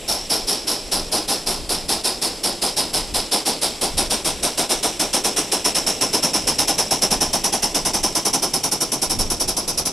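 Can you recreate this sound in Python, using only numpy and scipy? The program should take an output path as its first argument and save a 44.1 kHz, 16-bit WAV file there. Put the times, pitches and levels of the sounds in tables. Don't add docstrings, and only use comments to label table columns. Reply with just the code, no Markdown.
import sys
import numpy as np
from scipy import signal
from scipy.fft import rfft, irfft
from scipy.io import wavfile

SR = 44100
rng = np.random.default_rng(int(sys.argv[2]) if len(sys.argv) > 2 else 0)


def int16_out(signal):
    q = np.round(np.clip(np.atleast_2d(signal).T, -1, 1) * 32767)
    wavfile.write(sys.argv[1], SR, q.astype(np.int16))


N = 437472
TIME = np.arange(N) / SR
HZ = np.fft.rfftfreq(N, 1 / SR)


def gain_of(db):
    return 10 ** (np.asarray(db) / 20)


def evened(x):
    return x / np.sqrt(np.mean(x ** 2) + 1e-20)


def spectrum(points):
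    hz, db = np.transpose(points)
    return np.interp(np.log(HZ + 1), np.log(hz + 1), db)


def curves(rows):
    s, *columns = np.transpose(rows)
    return [np.interp(TIME, s, column) for column in columns]


def noise(colour_db):
    # (frequency [Hz], level of the side against the middle [dB])
    width_points = [(30, -29), (70, -1.5), (150, -25), (350, -17.5), (600, -18), (780, -14), (1050, -17),
                    (1350, -19), (1900, -30.5), (2800, -12.5), (5400, -10), (6500, -8), (9000, -9.5),
                    (13000, -18.5)]
    real, imaginary = rng.standard_normal((2, 2, len(HZ)))
    mid, side = (real + 1j * imaginary) * gain_of(colour_db)
    side = side * gain_of(spectrum(width_points))
    return evened(irfft(np.array([mid + side, mid - side]), N))


def wander(rate_hz):
    lowpass = 1 / (1 + (HZ / rate_hz) ** 4)
    return evened(irfft(rfft(rng.standard_normal(N)) * lowpass, N))


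def breathy_tone(hz, width_hz, skirt_hz):
    turn = np.exp(2j * np.pi * np.cumsum(hz) / SR)
    x = noise(0) * turn.conj()
    for pole in np.exp(-np.pi * np.array([width_hz, skirt_hz]) / SR):
        x = signal.lfilter([1 - pole], [1, -pole], x)
    return evened((turn * x).real)


def chuffs():
    # (time [s], jet level [dB], chimney roar level [dB]), before beats and mix
    wheel_turns = [(0.077, -20.5, -29.5), (0.912, -19.5, -28), (1.688, -19.5, -28.5), (2.431, -19, -28),
                   (3.137, -18.5, -27), (3.809, -18.5, -26), (4.425, -18, -25), (4.992, -18, -25),
                   (5.515, -18, -26), (6.007, -18.5, -24.5), (6.469, -18, -24.5), (6.906, -18, -23.5),
                   (7.328, -18.5, -24.5), (7.743, -18.2, -24.5), (8.149, -17, -24.5), (8.533, -17, -26.5),
                   (8.916, -17.5, -27), (9.299, -18.5, -27.9), (9.675, -19, -29.7)]
    # (place [share of turn], valve opening time [share of turn], jet offset [dB], roar offset [dB])
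    turn_beats = [(0, 0.012, -0.5, 0.13), (0.259, 0.018, 0.54, 1), (.466, 0.025, .5, 0.34),
                  (.705, 0.017, -0.24, 0)]
    uneven_turn_s = 0.62

    lengths = np.diff([row[0] for row in wheel_turns])
    rows = []
    for (s, jet_db, roar_db), turn_s in zip(wheel_turns, [*lengths, lengths[-1]]):
        uneven = turn_s / uneven_turn_s
        for place, opening, beat_jet_db, beat_roar_db in turn_beats:
            beat_s = s + place * turn_s
            beat_levels = jet_db + uneven * beat_jet_db, roar_db + uneven * beat_roar_db
            rows.append((beat_s, turn_s, opening * turn_s, *beat_levels))
    return np.transpose(rows)


def exhaust(levels_db, lag_s, stretch, push_db, push_s, steepness):
    blow_down_turns = 0.095
    port_closing_s, port_overlap_s = 0.023, 0.0018

    flow = np.zeros(N)
    starts, turns_s, openings, _, _ = chuffs()
    next_starts = [*starts[1:], np.inf]
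    for s, following, turn_s, opening_s, level_db in zip(starts, next_starts, turns_s, openings, levels_db):
        shut_s = following + port_overlap_s
        span = (TIME >= s) & (TIME < shut_s)
        t = TIME[span] - s
        valve = np.minimum(t / (opening_s + lag_s), 1)
        blow_down = 1 / (1 + (t / (blow_down_turns * turn_s * stretch)) ** steepness)
        push = gain_of(push_db) * np.exp(-t / push_s)
        port = np.clip((shut_s - TIME[span]) / port_closing_s, 0, 1)
        flow[span] += gain_of(level_db) * valve * np.hypot(blow_down, push) * port
    return flow


def jet():
    # (time [s], nozzle ring [Hz], ring level [dB], hiss level [dB], centre of the fizz [Hz])
    jet_tone = [(0.1, 5220, -1.5, -5.5, 10450), (1.5, 5040, -2.5, -4.5, 9840), (3.7, 4890, -3, -3.5, 9600),
                (5.0, 5700, -3.5, -1.5, 9000), (6.1, 5830, -4.5, -0.5, 9900),
                (6.8, 5660, -1.1, -0.4, 10250), (8.0, 5600, 1.2, -3, 9660), (8.6, 5590, -1.5, -7.5, 9950),
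                (9.8, 5490, 0, -9.5, 10240)]
    # (time [s], pitch [Hz], level before the mix [dB])
    whistle_path = [(0, 5400, -1), (1.5, 5400, -8), (3, 5250, -5.5), (4.3, 5570, -12.5), (5.2, 5450, -6),
                    (6.2, 5360, 1), (7.2, 5360, -4), (8.2, 5330, -7.5), (9.9, 5700, -19)]
    # (time [s], centre [Hz], level against the hiss [dB])
    hump_path = [(0, 4050, 1), (2, 4100, -1.5), (3.7, 3900, -2), (5, 3660, -5.5), (6.3, 3150, -17),
                 (7.5, 3050, -17), (8.6, 3450, -9), (9.9, 3800, -2.5)]
    # (frequency [Hz], relative level [dB per Hz])
    fizz_colour = [(3000, -35), (5800, -17), (7000, -3.5), (8200, 0.5), (9900, 1), (11000, 4.5),
                   (12000, -5.5), (13000, -8), (14200, -23), (15800, -41)]
    hiss_colour = [(500, -15.5), (1200, -6), (1800, -3.5), (2400, -1), (3200, 0), (3900, 0), (4500, -3.5),
                   (5900, 0.5), (6700, -5), (8000, -1), (10800, -8.5), (13000, -25), (14500, -35),
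                   (15800, -39)]

    ring_hz, ring_db, hiss_db, fizz_hz = curves(jet_tone)
    whistle_hz, whistle_db = curves(whistle_path)
    hump_hz, hump_db = curves(hump_path)
    *_, levels_db, _ = chuffs()
    fast = exhaust(levels_db, lag_s=0.0015, stretch=0.92, push_db=-19.5, push_s=0.27, steepness=4.4)
    slow = exhaust(levels_db, lag_s=0.0002, stretch=1.15, push_db=-13.5, push_s=0.42, steepness=3.08)

    fizz_band = breathy_tone(fizz_hz, width_hz=1600, skirt_hz=2300)
    fizz = evened(noise(spectrum(fizz_colour)) + 0.97 * fizz_band)
    hump = breathy_tone(hump_hz, width_hz=2200, skirt_hz=1600) * gain_of(hump_db)
    hiss = (noise(spectrum(hiss_colour)) + hump) * gain_of(hiss_db + 1.5)

    drift_hz = 80 * wander(rate_hz=9)
    ring = breathy_tone(ring_hz + drift_hz, width_hz=1000, skirt_hz=1380) * gain_of(ring_db + 2)
    core = breathy_tone(whistle_hz + drift_hz, width_hz=340, skirt_hz=648.15) * gain_of(whistle_db + 4)

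    nozzle = (ring + core) * gain_of([[-0.55], [0.55]])
    fizz_puffs = gain_of(-4) * fizz * fast * gain_of([[0.25], [-0.25]])
    steam = fizz_puffs + gain_of(-5.5) * (hiss + nozzle) * slow
    sputter_db = 1.1 * wander(rate_hz=220) + 0.35 * wander(rate_hz=82)
    return steam * gain_of(sputter_db)


def chimney():
    # (frequency [Hz], relative level [dB per Hz])
    roar_colour = [(60, -21), (120, -13.5), (190, -1), (300, 1), (420, 1.5), (550, -1), (800, -0.5),
                   (1100, -11.5), (1700, -21), (3000, -24.5)]
    # (centre [Hz], width [Hz], lift [dB])
    air_resonances = [(308, 85, 1.5), (666, 230, 3), (827, 83, 2.5), (1015, 94, 7), (1408, 320, 9.5)]

    colour_db = spectrum(roar_colour)
    for hz, width_hz, lift_db in air_resonances:
        colour_db = colour_db + lift_db / (1 + (2 * (HZ - hz) / width_hz) ** 2)
    *_, roar_db = chuffs()
    draught = exhaust(roar_db, lag_s=0.012, stretch=1.21, push_db=-17.5, push_s=0.18, steepness=3.7)
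    return gain_of(3) * noise(colour_db) * draught


def leak():
    # (frequency [Hz], relative level [dB per Hz])
    leak_colour = [(1000, -24), (1700, -8), (2500, 0), (3400, 0.5), (4400, -6), (5350, -1), (6000, -6.5),
                   (6600, -15), (7300, -1), (7900, 3), (9000, -16), (11000, -10), (12500, -15),
                   (15500, -34)]
    # (time [s], level before a 6 dB cut [dB])
    leak_levels = [(0, -31.5), (1.5, -37), (3, -34.5), (4.5, -33.5), (6, -29.5), (7.3, -32), (8.5, -33),
                   (9.9, -37.5)]
    leak_db, = curves(leak_levels)
    flutter_db = 0.21 * wander(rate_hz=40)
    return noise(spectrum(leak_colour)) * gain_of(leak_db - 6 + flutter_db)


def running_gear():
    # (time [s], level [dB])
    wheel_levels = [(0, -41), (1.7, -39), (3, -38.5), (4.5, -39.5), (6.2, -32.5), (7.3, -35), (8.5, -35.5),
                    (9.3, -36), (9.9, -37.5)]
    wagon_levels = [(0, -58), (5.5, -61), (6.8, -42.5), (7.7, -53), (8.5, -45), (9.3, -45), (9.9, -42)]
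    # (frequency [Hz], relative level [dB per Hz])
    rumble_colour = [(50, -18), (110, -4.5), (200, -2.5), (350, 4.5), (600, 1.5), (950, -14), (1500, -28),
                     (4000, -63)]
    wagon_colour = [(60, -15), (110, -11), (155, -4.5), (220, -15), (500, -21), (2000, -49)]
    rolling_colour = [(90, -8), (300, -1), (800, -4.5), (1600, -14.5), (3500, -15), (6500, -15.5),
                      (10000, -14), (15500, -42)]

    wheel_db, = curves(wheel_levels)
    wagon_db, = curves(wagon_levels)
    wheels = noise(spectrum(rumble_colour)) * gain_of(wheel_db - 0.5)
    wagons = noise(spectrum(wagon_colour)) * gain_of(wagon_db)
    uneven_db = 1.8 * wander(rate_hz=25)
    swish = gain_of(-40.5) * noise(spectrum(rolling_colour))
    return (wheels + wagons) * gain_of(uneven_db) + swish


def wind():
    # (frequency [Hz], relative level [dB per Hz])
    wind_colour = [(8, -25), (22, 1), (40, -6.5), (65, -10.5), (110, -20), (250, -18.5), (800, -70)]
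    # (time of the peak [s], half length [s], level [dB])
    gust_rows = [(0.3, .2, -43), (1.0, 0.067, -33), (1.712, 0.18, -34), (2.985, 0.067, -34),
                 (3.15, .05, -29.5), (3.97, .09, -32.5), (4.3, 0.24, -37), (6.5, .09, -35),
                 (7.176, 0.078, -32), (7.8, 0.36, -37.5), (9.195, 0.085, -26.5), (9.52, 0.16, -36)]
    breeze_db = -45

    power = gain_of(breeze_db) ** 2
    for s, half_s, db in gust_rows:
        power = power + gain_of(db) ** 2 * np.exp(-((TIME - s) / half_s) ** 2)
    flutter_db = 2.2 * wander(rate_hz=10)
    return noise(spectrum(wind_colour)) * np.sqrt(power) * gain_of(flutter_db)


def echo(x, path):
    delay_s, share = curves(path)
    return share * np.array([np.interp(TIME - delay_s, TIME, channel) for channel in x])


def scene():
    # (time [s], delay [s], share reflected [amplitude ratio]); the far echo is then panned
    near_path = [(0, 0.0013, 0.072), (2.5, 0.0011, 0.047), (4, 0.00086, 0.053), (5.5, 0.00073, 0.06),
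                 (6.8, 0.000775, 0.093), (7.6, 0.00063, 0.033), (9.9, 0.00079, 0.075)]
    far_path = [(0, 0.0025, .05), (5, 0.0017, 0.082), (6.8, .00185, 0.06), (8, 0.0013, 0.18),
                (8.7, 0.00134, .22), (9.9, 0.00121, 0.1)]
    ground_path = [(0, 0.00071, 0.022), (3, 0.00093, 0.14), (5, 0.00081, 0.05), (7.3, 0.0011, 0.29),
                   (8.5, 0.00091, 0.36), (9.9, 0.00086, 0.16)]
    # (time [s], gain of the side [dB])
    spread_levels = [(0, -3.5), (4, -2), (6.3, -1.5), (8, -1), (9, 1), (9.9, 3.5)]

    low = chimney() + running_gear()
    steam = jet() + leak()
    far = echo(steam, far_path) * gain_of([[-7], [3]])
    steam = steam + echo(steam, near_path) + far
    left, right = steam + low + echo(low, ground_path)

    spread_db, = curves(spread_levels)
    mid = (left + right) / 2
    side = (left - right) / 2 * gain_of(spread_db)
    return np.array([mid + side, mid - side]) + wind()


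def record(dry):
    # (frequency [Hz], gain [dB])
    treble_points = [(12500, 0), (13600, -3), (15000, -9), (15800, -11)]
    edge_hz = 15800
    softened = irfft(rfft(dry) * gain_of(spectrum(treble_points)), N)
    lowpass = signal.firwin(511, edge_hz, window=("kaiser", 9), fs=SR)
    return signal.oaconvolve(softened, lowpass[None], "same")


dry = scene()
out = record(dry)
int16_out(out)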